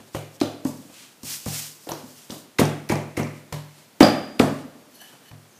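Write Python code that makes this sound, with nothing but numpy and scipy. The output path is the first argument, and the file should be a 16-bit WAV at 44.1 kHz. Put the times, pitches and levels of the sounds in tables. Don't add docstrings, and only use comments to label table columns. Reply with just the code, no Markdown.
import sys
import numpy as np
from scipy import signal
from scipy.fft import rfft, irfft, next_fast_len
from scipy.io import wavfile
from scipy.ndimage import map_coordinates

SR = 44100
rng = np.random.default_rng(int(sys.argv[2]) if len(sys.argv) > 2 else 0)


def amplitude_ratio(level_db):
    exponent = np.asarray(level_db, float) / 20
    return 10 ** exponent


def master_out(mix):
    frames = np.transpose(np.atleast_2d(mix))
    ceiling = np.clip(frames, -1, 1)
    pcm = np.round(ceiling * 32767).astype(np.int16)
    wavfile.write(sys.argv[1], SR, pcm)


N = 246848


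def unit(x):
    return x / np.sqrt(np.mean(x ** 2) + 1e-20)


def along(points, hz):
    f, v = np.transpose(points)
    return np.interp(np.log(hz + 1), np.log(f + 1), v)


def filtered(x, response):
    m = next_fast_len(len(x) + 8192)
    return irfft(rfft(x, m) * response(np.fft.rfftfreq(m, 1 / SR)), m)[:len(x)]


def resonance(f, hz, width):
    return 1j * f * width / (hz * hz - f * f + 1j * f * width)


def wobble(rate):
    knots = rng.standard_normal(int(N * rate / SR) + 4)
    return map_coordinates(knots, [np.arange(N) * rate / SR])


def hiss(spectrum):
    return unit(filtered(rng.standard_normal(N), lambda f: amplitude_ratio(along(spectrum, f))))


def ring(modes, t, scatter_db):
    out = np.zeros(len(t))
    for hz, db, t60 in modes:
        level = db + scatter_db * rng.normal()
        out += amplitude_ratio(level - 60 * t / t60) * np.sin(2 * np.pi * hz * t)
    return out


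def burst(colour, shape):
    puff = shape * unit(filtered(rng.standard_normal(len(shape)), colour))
    click = filtered(np.arange(len(shape)) == 0, colour)
    return puff, click * np.linalg.norm(shape) / np.linalg.norm(click)


def swells(rows, extra_db=0):
    s, db, rise, fall = np.transpose(rows)[:4, :, None]
    t = np.arange(0, N + 64, 64) / SR
    away = np.abs(t - s) / np.where(t < s, rise, fall)
    gain = amplitude_ratio(db + np.reshape(extra_db, (-1, 1)) - 36.5 * away ** 1.64).sum(axis=0)
    return np.interp(np.arange(N) / SR, t, gain)


# pitch in Hz, time to fall 60 dB in seconds.
KITCHEN_DECAY = [(100, 0.7), (300, 0.47), (800, 0.44), (2000, 0.54), (5000, 0.43), (12000, 0.39)]
# pitch in Hz, level in dB.
WALL_COLOUR = [(60, -9), (110, -3.5), (400, -2), (1500, 3.5), (5000, 1.5), (14000, 0.5)]


def echo():
    hz, t, z = signal.stft(rng.standard_normal(SR), SR, nperseg=512)
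    t60 = along(KITCHEN_DECAY, hz)[:, None]
    colour_db = along(WALL_COLOUR, hz) + 3 * rng.standard_normal(len(hz))
    kitchen = amplitude_ratio(-60 * t / t60)
    next_room = amplitude_ratio(-27.5 - 60 * t / (3.74 * t60))
    gain = amplitude_ratio(colour_db[:, None]) * (kitchen + next_room)
    tail = signal.istft(z * gain, SR, nperseg=512)[1]
    t = np.arange(len(tail)) / SR
    flutter = amplitude_ratio(3.4 * np.cos(2 * np.pi * t / 0.0204) * np.exp(-t / 0.04))
    build = np.clip(t / 0.0017 - 0.3, 0, 1)
    tail = tail * flutter * build
    return tail / np.linalg.norm(tail)


def add(out, s, hit, wet_db, source=None):
    sound = amplitude_ratio(wet_db) * signal.fftconvolve(hit if source is None else source, echo())
    sound[:len(hit)] += hit
    part = out[round(s * SR):][:len(sound)]
    part += sound[:len(part)]


# pitch in Hz, level in dB per Hz.
ROOM_COLOUR = [(40, -42), (80, -22), (110, -2), (200, 0), (530, -5.5), (820, -7.5), (1660, -11.5),
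               (7400, -16), (16000, -20)]


def room_hiss():
    return amplitude_ratio(-54.3) * hiss(ROOM_COLOUR)


# pitch in Hz, width in Hz, level in dB.
STANDING_WAVES = [(395, 4.5, -7.5), (514, 40, -0.5), (592, 15, 7.5), (683, 150, 1), (844, 19, -4),
                  (1170, 89, -2.5)]
# pitch in Hz, level in dB, time to fall 60 dB in seconds.
CABINET_MODES = [(62.1, -2.5, 0.25), (80, 23, 0.044), (106.3, 9, 0.48)]
# pitch in Hz, level in dB, time to fall 60 dB in seconds.
SLAB_MODES = [(149, 8, 0.52), (194, 4.5, 0.15), (242, -8.5, 0.58), (283.5, -6.5, 0.47)]


def standing_waves(f):
    return 1 + sum(amplitude_ratio(db) * resonance(f, hz, width) for hz, width, db in STANDING_WAVES)


def thud(out, s, db, hz, smack_db, cabinet_db, slab_db):
    t, long = np.arange(SR // 10) / SR, np.arange(SR * 3 // 4) / SR
    rise = 1 - np.exp(-t / 0.00069)
    fade_db = 60 * (t * hz / 9) ** 1.51
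    pocket = -rise * np.sin(2 * np.pi * hz * t) * amplitude_ratio(db + 3 - fade_db)
    smack = rise * amplitude_ratio(smack_db + 6.5 - 60 * t / 0.037)
    puff, click = burst(lambda f: resonance(f, 397, 687) ** 2, smack)
    add(out, s, pocket + puff, wet_db=-1.5, source=pocket + filtered(click, standing_waves))
    boom = amplitude_ratio(cabinet_db) * ring(CABINET_MODES, long, scatter_db=-1.5)
    boom += amplitude_ratio(slab_db) * ring(SLAB_MODES, long, scatter_db=3.5)
    part = out[round(s * SR):][:len(long)]
    part += (boom * (1 - np.exp(-long / 0.0068)))[:len(part)]


# start in seconds, thud peak in dB, air pocket in Hz, smack in dB, boom in dB.
PALM_PATS = [(0.0, -46.5, 234, -47.5, -59.5), (0.147, -27.5, 323, -31, -38),
             (0.414, -13, 294, -24.5, -40.5), (0.652, -14, 271, -32.5, -44.5),
             (0.898, -44, 278, -50.5, -71), (1.233, -35, 256, -46, -50), (1.462, -28, 250, -33.5, -35),
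             (1.87, -31.5, 317, -40.5, -68), (1.891, -29.5, 292, -32, -51), (1.916, -27, 304, -31.5, -48.5),
             (2.039, -34.5, 242, -66, -62.5), (3.524, -36, 193, -33, -38), (3.779, -51, 197, -54, -84),
             (5.312, -60, 242, -48.5, -48), (5.578, -73, 209, -76, -68)]


def palm_pats():
    out = np.zeros(N)
    for s, db, hz, smack_db, boom_db in PALM_PATS:
        thud(out, s, db, hz, smack_db, boom_db, boom_db + 1)
    return out


# pitch in Hz, level in dB.
DULL_RUB = [(500, -24.5), (1200, -16), (3000, -8.5), (5500, -13.5), (9000, -15.5), (16000, -32.5)]
BRIGHT_RUB = [(2500, -25), (5000, -3), (7500, -3.5), (11000, -7.5), (16000, -7)]
# peak time in seconds, level in dB, rise in seconds,
# fall in seconds, brightness in dB of the top over the middle.
STROKES = [(0.0, -52, .05, .12, -8), (.084, -53.5, .05, 0.036, 1.5), (.135, -52, .03, .1, 1.5),
           (.366, -59, .1, 0.014, 10.5), (.676, -54.5, .025, 0.074, 18), (.74, -57.5, .15, 0.48, 9.5),
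           (1.0, -42, .17, 0.25, -7.5), (1.25, -47.5, 0.015, .13, 10), (1.313, -33, 0.1, 0.2, 6),
           (1.472, -46.5, 0.02, 0.23, 6), (1.569, -32, .17, 0.27, 5), (1.87, -54, .2, 0.46, 8),
           (2.012, -68, .15, 0.42, 9.5), (2.1, -58, .08, 0.18, 8.5), (2.189, -50, .05, 0.28, 2.5),
           (2.32, -52, .04, 0.21, 12), (2.39, -63, .08, 0.11, 9), (3.358, -56.5, .1, .15, 2),
           (3.56, -68, .06, 0.39, 8), (3.788, -50.5, .15, .16, -5.5), (4.6, -49.5, .4, 0.065, -1.5),
           (4.96, -63, .07, 0.25, 7), (5.1, -51, .25, 0.23, -10), (5.268, -57, .12, .13, -8)]


def rubs():
    brightness_db = np.transpose(STROKES)[-1]
    dull = amplitude_ratio(-5) * swells(STROKES) * hiss(DULL_RUB)
    bright = amplitude_ratio(-4) * swells(STROKES, brightness_db) * hiss(BRIGHT_RUB)
    grain = amplitude_ratio(0.84 * wobble(54) + 0.75 * wobble(400))
    return grain * (dull + bright)


def slap(out, s, db, hz, width, length, wet_db):
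    t = np.arange(SR // 20) / SR
    shape = amplitude_ratio(db - 4) * (1 - np.exp(-t / 0.00046)) * np.exp(-t / max(length, 5e-4) * 2)
    crack, click = burst(lambda f: 0.034 * resonance(f, 4100, 14000) + resonance(f, hz, width) ** 2, shape)
    snap = np.exp(-(length / 0.0025) ** 2)
    add(out, s, snap * click + (1 - snap) * crack, wet_db, source=click)


# start in seconds, peak in dB, centre in Hz, length in seconds.
TOUCHES = [(0.143, -37.5, 5970, .0074), (0.149, -29.5, 8400, .0054), (.401, -31.5, 3700, .012),
           (0.649, -21.5, 6500, .0027), (1.232, -26.5, 6200, .004), (1.458, -26, 6200, .006),
           (1.892, -28.5, 12100, .011), (2.296, -34, 4000, .006), (2.5847, -20.5, 4000, .006),
           (2.594, -12.5, 5900, .003), (2.89, -17.5, 4630, .003), (2.897, -21.5, 6000, .006),
           (3.1713, -24, 7000, .005), (3.176, -20, 7100, .002), (3.525, -21.5, 2780, .005),
           (3.526, -34, 11400, .01), (4.0035, -17, 3480, .008), (4.393, -22, 1970, .008),
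           (4.396, -15, 4040, .004), (5.015, -35.5, 10630, .006)]


def touches():
    out = np.zeros(N)
    for s, db, hz, length in TOUCHES:
        slap(out, s, db, hz, 8700, length, wet_db=2)
    return out


# start in seconds, peak in dB, centre in Hz, length in seconds, echo in dB.
CRACKS = [(0.147, -24.5, 2390, 0.0041, 3), (0.413, -5.5, 3730, 0.0021, -5),
          (1.89, -12.5, 3550, 0.0011, 0.5), (1.9173, -17.5, 5370, .004, -4.5),
          (2.305, -17.5, 4000, 0.0028, -3.5), (2.587, -9, 1980, 0.0075, -3),
          (2.895, -19.5, 1400, 0.0057, 0), (3.168, -17, 1300, 0.0031, 0.5), (4.006, -0.5, 2560, 0.0032, 0),
          (4.397, 4, 2180, 0.0018, -15), (5.314, -34, 1000, .004, -13)]


def cracks():
    out = np.zeros(N)
    for s, db, hz, length, wet_db in CRACKS:
        slap(out, s, db, hz, 2960, length, wet_db)
    return out


# start in seconds, peak in dB, pitch in Hz, echo in dB.
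POPS = [(.1503, -28, 530, 9), (0.4152, -29.5, 475, 10.5), (0.4158, -28.5, 640, 7), (1.4602, -29, 780, 3),
        (1.9182, -24, 950, -1), (2.5886, -14.5, 2330, -10), (2.5962, -8, 414, -3.5),
        (2.8961, -15.5, 2140, 3.5), (2.9203, -13.5, 870, -5.5), (3.1714, -15, 2150, 1.5),
        (3.1976, -16, 910, -9), (4.0076, -6.5, 1620, -6.5), (4.0092, -8.5, 620, 6), (4.4003, -17, 480, 4),
        (5.0162, -37.5, 750, -3)]


def pops():
    out = np.zeros(N)
    for s, db, hz, wet_db in POPS:
        slap(out, s, db, hz, 0.35 * hz, 7.1 / hz, wet_db)
    return out


# start in seconds, thud peak in dB, air pocket in Hz, heel in dB, boom in dB.
FLAT_PATS = [
    (2.3, -30, 284, -30.5, -53.5),
    (2.593, -9.5, 289, -10.5, -29.5),
    (2.9, -14.5, 324, -14.5, -30.5),
    (3.175, -18.5, 328, -17.5, -31.5),
    (4.007, 2.1, 301, -6.5, -29.5),
    (4.399, -4, 267.5, -15.5, -29.5),
]


def flat_pats():
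    out, heel_delay_s = np.zeros(N), 0.0202
    for s, db, hz, heel_db, boom_db in FLAT_PATS:
        thud(out, s, db, hz, db - 9.5, boom_db, boom_db - 7)
        thud(out, s + heel_delay_s, heel_db, 229, heel_db - 9.5, boom_db - 18.5, boom_db - 1.5)
    return out


# start in seconds, peak in dB, centre in Hz.
TICKS = [
    (2.309, -21, 6000),
    (2.654, -13, 5840),
    (2.918, -22, 7340),
    (2.956, -17, 5400),
    (3.196, -29, 8860),
    (3.22, -28, 6460),
    (3.232, -18, 5360),
    (3.271, -30.5, 5000),
]


def ticks():
    out = np.zeros(N)
    for s, db, hz in TICKS:
        slap(out, s, db, hz, 2200, 0.0021, wet_db=-10)
    return out


# start in seconds, level in dB.
CLINKS = [
    (4.0305, -21),
    (4.038, -26),
    (4.068, -30),
    (4.411, -40),
]
# pitch in Hz, level in dB, time to fall 60 dB in seconds.
DISH_MODES = [(4689, -3, .18), (4770, -6, .2), (4835, 2.5, .45), (4872, -2.5, .38), (4958, -8, .25),
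              (6708, -22, .15), (10420, -22, .05), (11130, -19, .05)]


def dish():
    out, t = np.zeros(N), np.arange(SR // 3) / SR
    strike = (1 + 3 * np.exp(-t / 0.004)) / 4
    for s, db in CLINKS:
        add(out, s, amplitude_ratio(db) * strike * ring(DISH_MODES, t, scatter_db=1.5), wet_db=-3)
    return out


# pitch in Hz, level in dB.
DRAG_COLOUR = [(70, -40), (130, 5), (250, -2), (700, -2), (1500, -6), (4000, -25)]
# peak time in seconds, level in dB, rise in seconds, fall in seconds.
SCUFFS = [
    (4.78, -64, 0.04, 0.23),
    (4.93, -76, .04, .1),
    (5.016, -58, .015, .05),
    (5.14, -56, 0.15, .3),
    (5.3, -68, .03, .03),
]


def drag():
    return swells(SCUFFS) * amplitude_ratio(3.2 * wobble(30)) * hiss(DRAG_COLOUR)


# pitch in Hz, width in Hz, level in dB.
PIN_MODES = [(1730, 70, 1), (2995, 56, 0.6), (4370, 90, -1), (5990, 100, -3), (7770, 200, -10),
             (10400, 700, -3), (12400, 800, -0.5)]
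# peak time in seconds, middle mode in dB, rise in seconds,
# fall in seconds, upper modes over the middle one in dB.
GRIPS = [
    (4.962, -68.5, 0.097, 0.09, 7.5),
    (5.02, -55, 0.084, 0.084, -4),
    (5.08, -59, .08, .2, -6),
    (5.265, -61, .04, .2, -2),
]


def pin():
    lowest, middle = swells(GRIPS, -3.5), swells(GRIPS)
    upper = swells(GRIPS, np.transpose(GRIPS)[-1])
    grips = [lowest, middle] + [upper] * (len(PIN_MODES) - 2)
    out, slips_db = np.zeros(N), 3 * wobble(70)
    for (hz, width, db), grip in zip(PIN_MODES, grips):
        mode = unit(filtered(rng.standard_normal(N), lambda f: resonance(f, hz, width)))
        out += mode * grip * amplitude_ratio(db + slips_db + 2.1 * wobble(40))
    return out


# start in seconds, peak in dB.
SQUEAKS = [
    (5.51, -59),
    (5.55, -57),
    (5.572, -56),
]


def squeaks():
    out = np.zeros(N)
    for s, db in SQUEAKS:
        slap(out, s, db, 6200, 900, 0.048, wet_db=-1.5)
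    return out


def scene():
    thuds = palm_pats() + flat_pats()
    slaps = touches() + cracks() + pops() + ticks() + squeaks()
    sliding = rubs() + drag() + pin()
    return (room_hiss() + thuds + slaps + sliding + dish())[None]


def roll_off(x):
    return signal.sosfilt(signal.butter(12, 16230, fs=SR, output="sos"), x)


def record(dry):
    microphone = lambda f: (1j * f / (1j * f + 70)) ** 2 * (f < 15000)
    clipped = np.clip(filtered(dry[0], microphone), -1, 1)
    return roll_off(clipped[None])


dry = scene()
out = record(dry)
master_out(out)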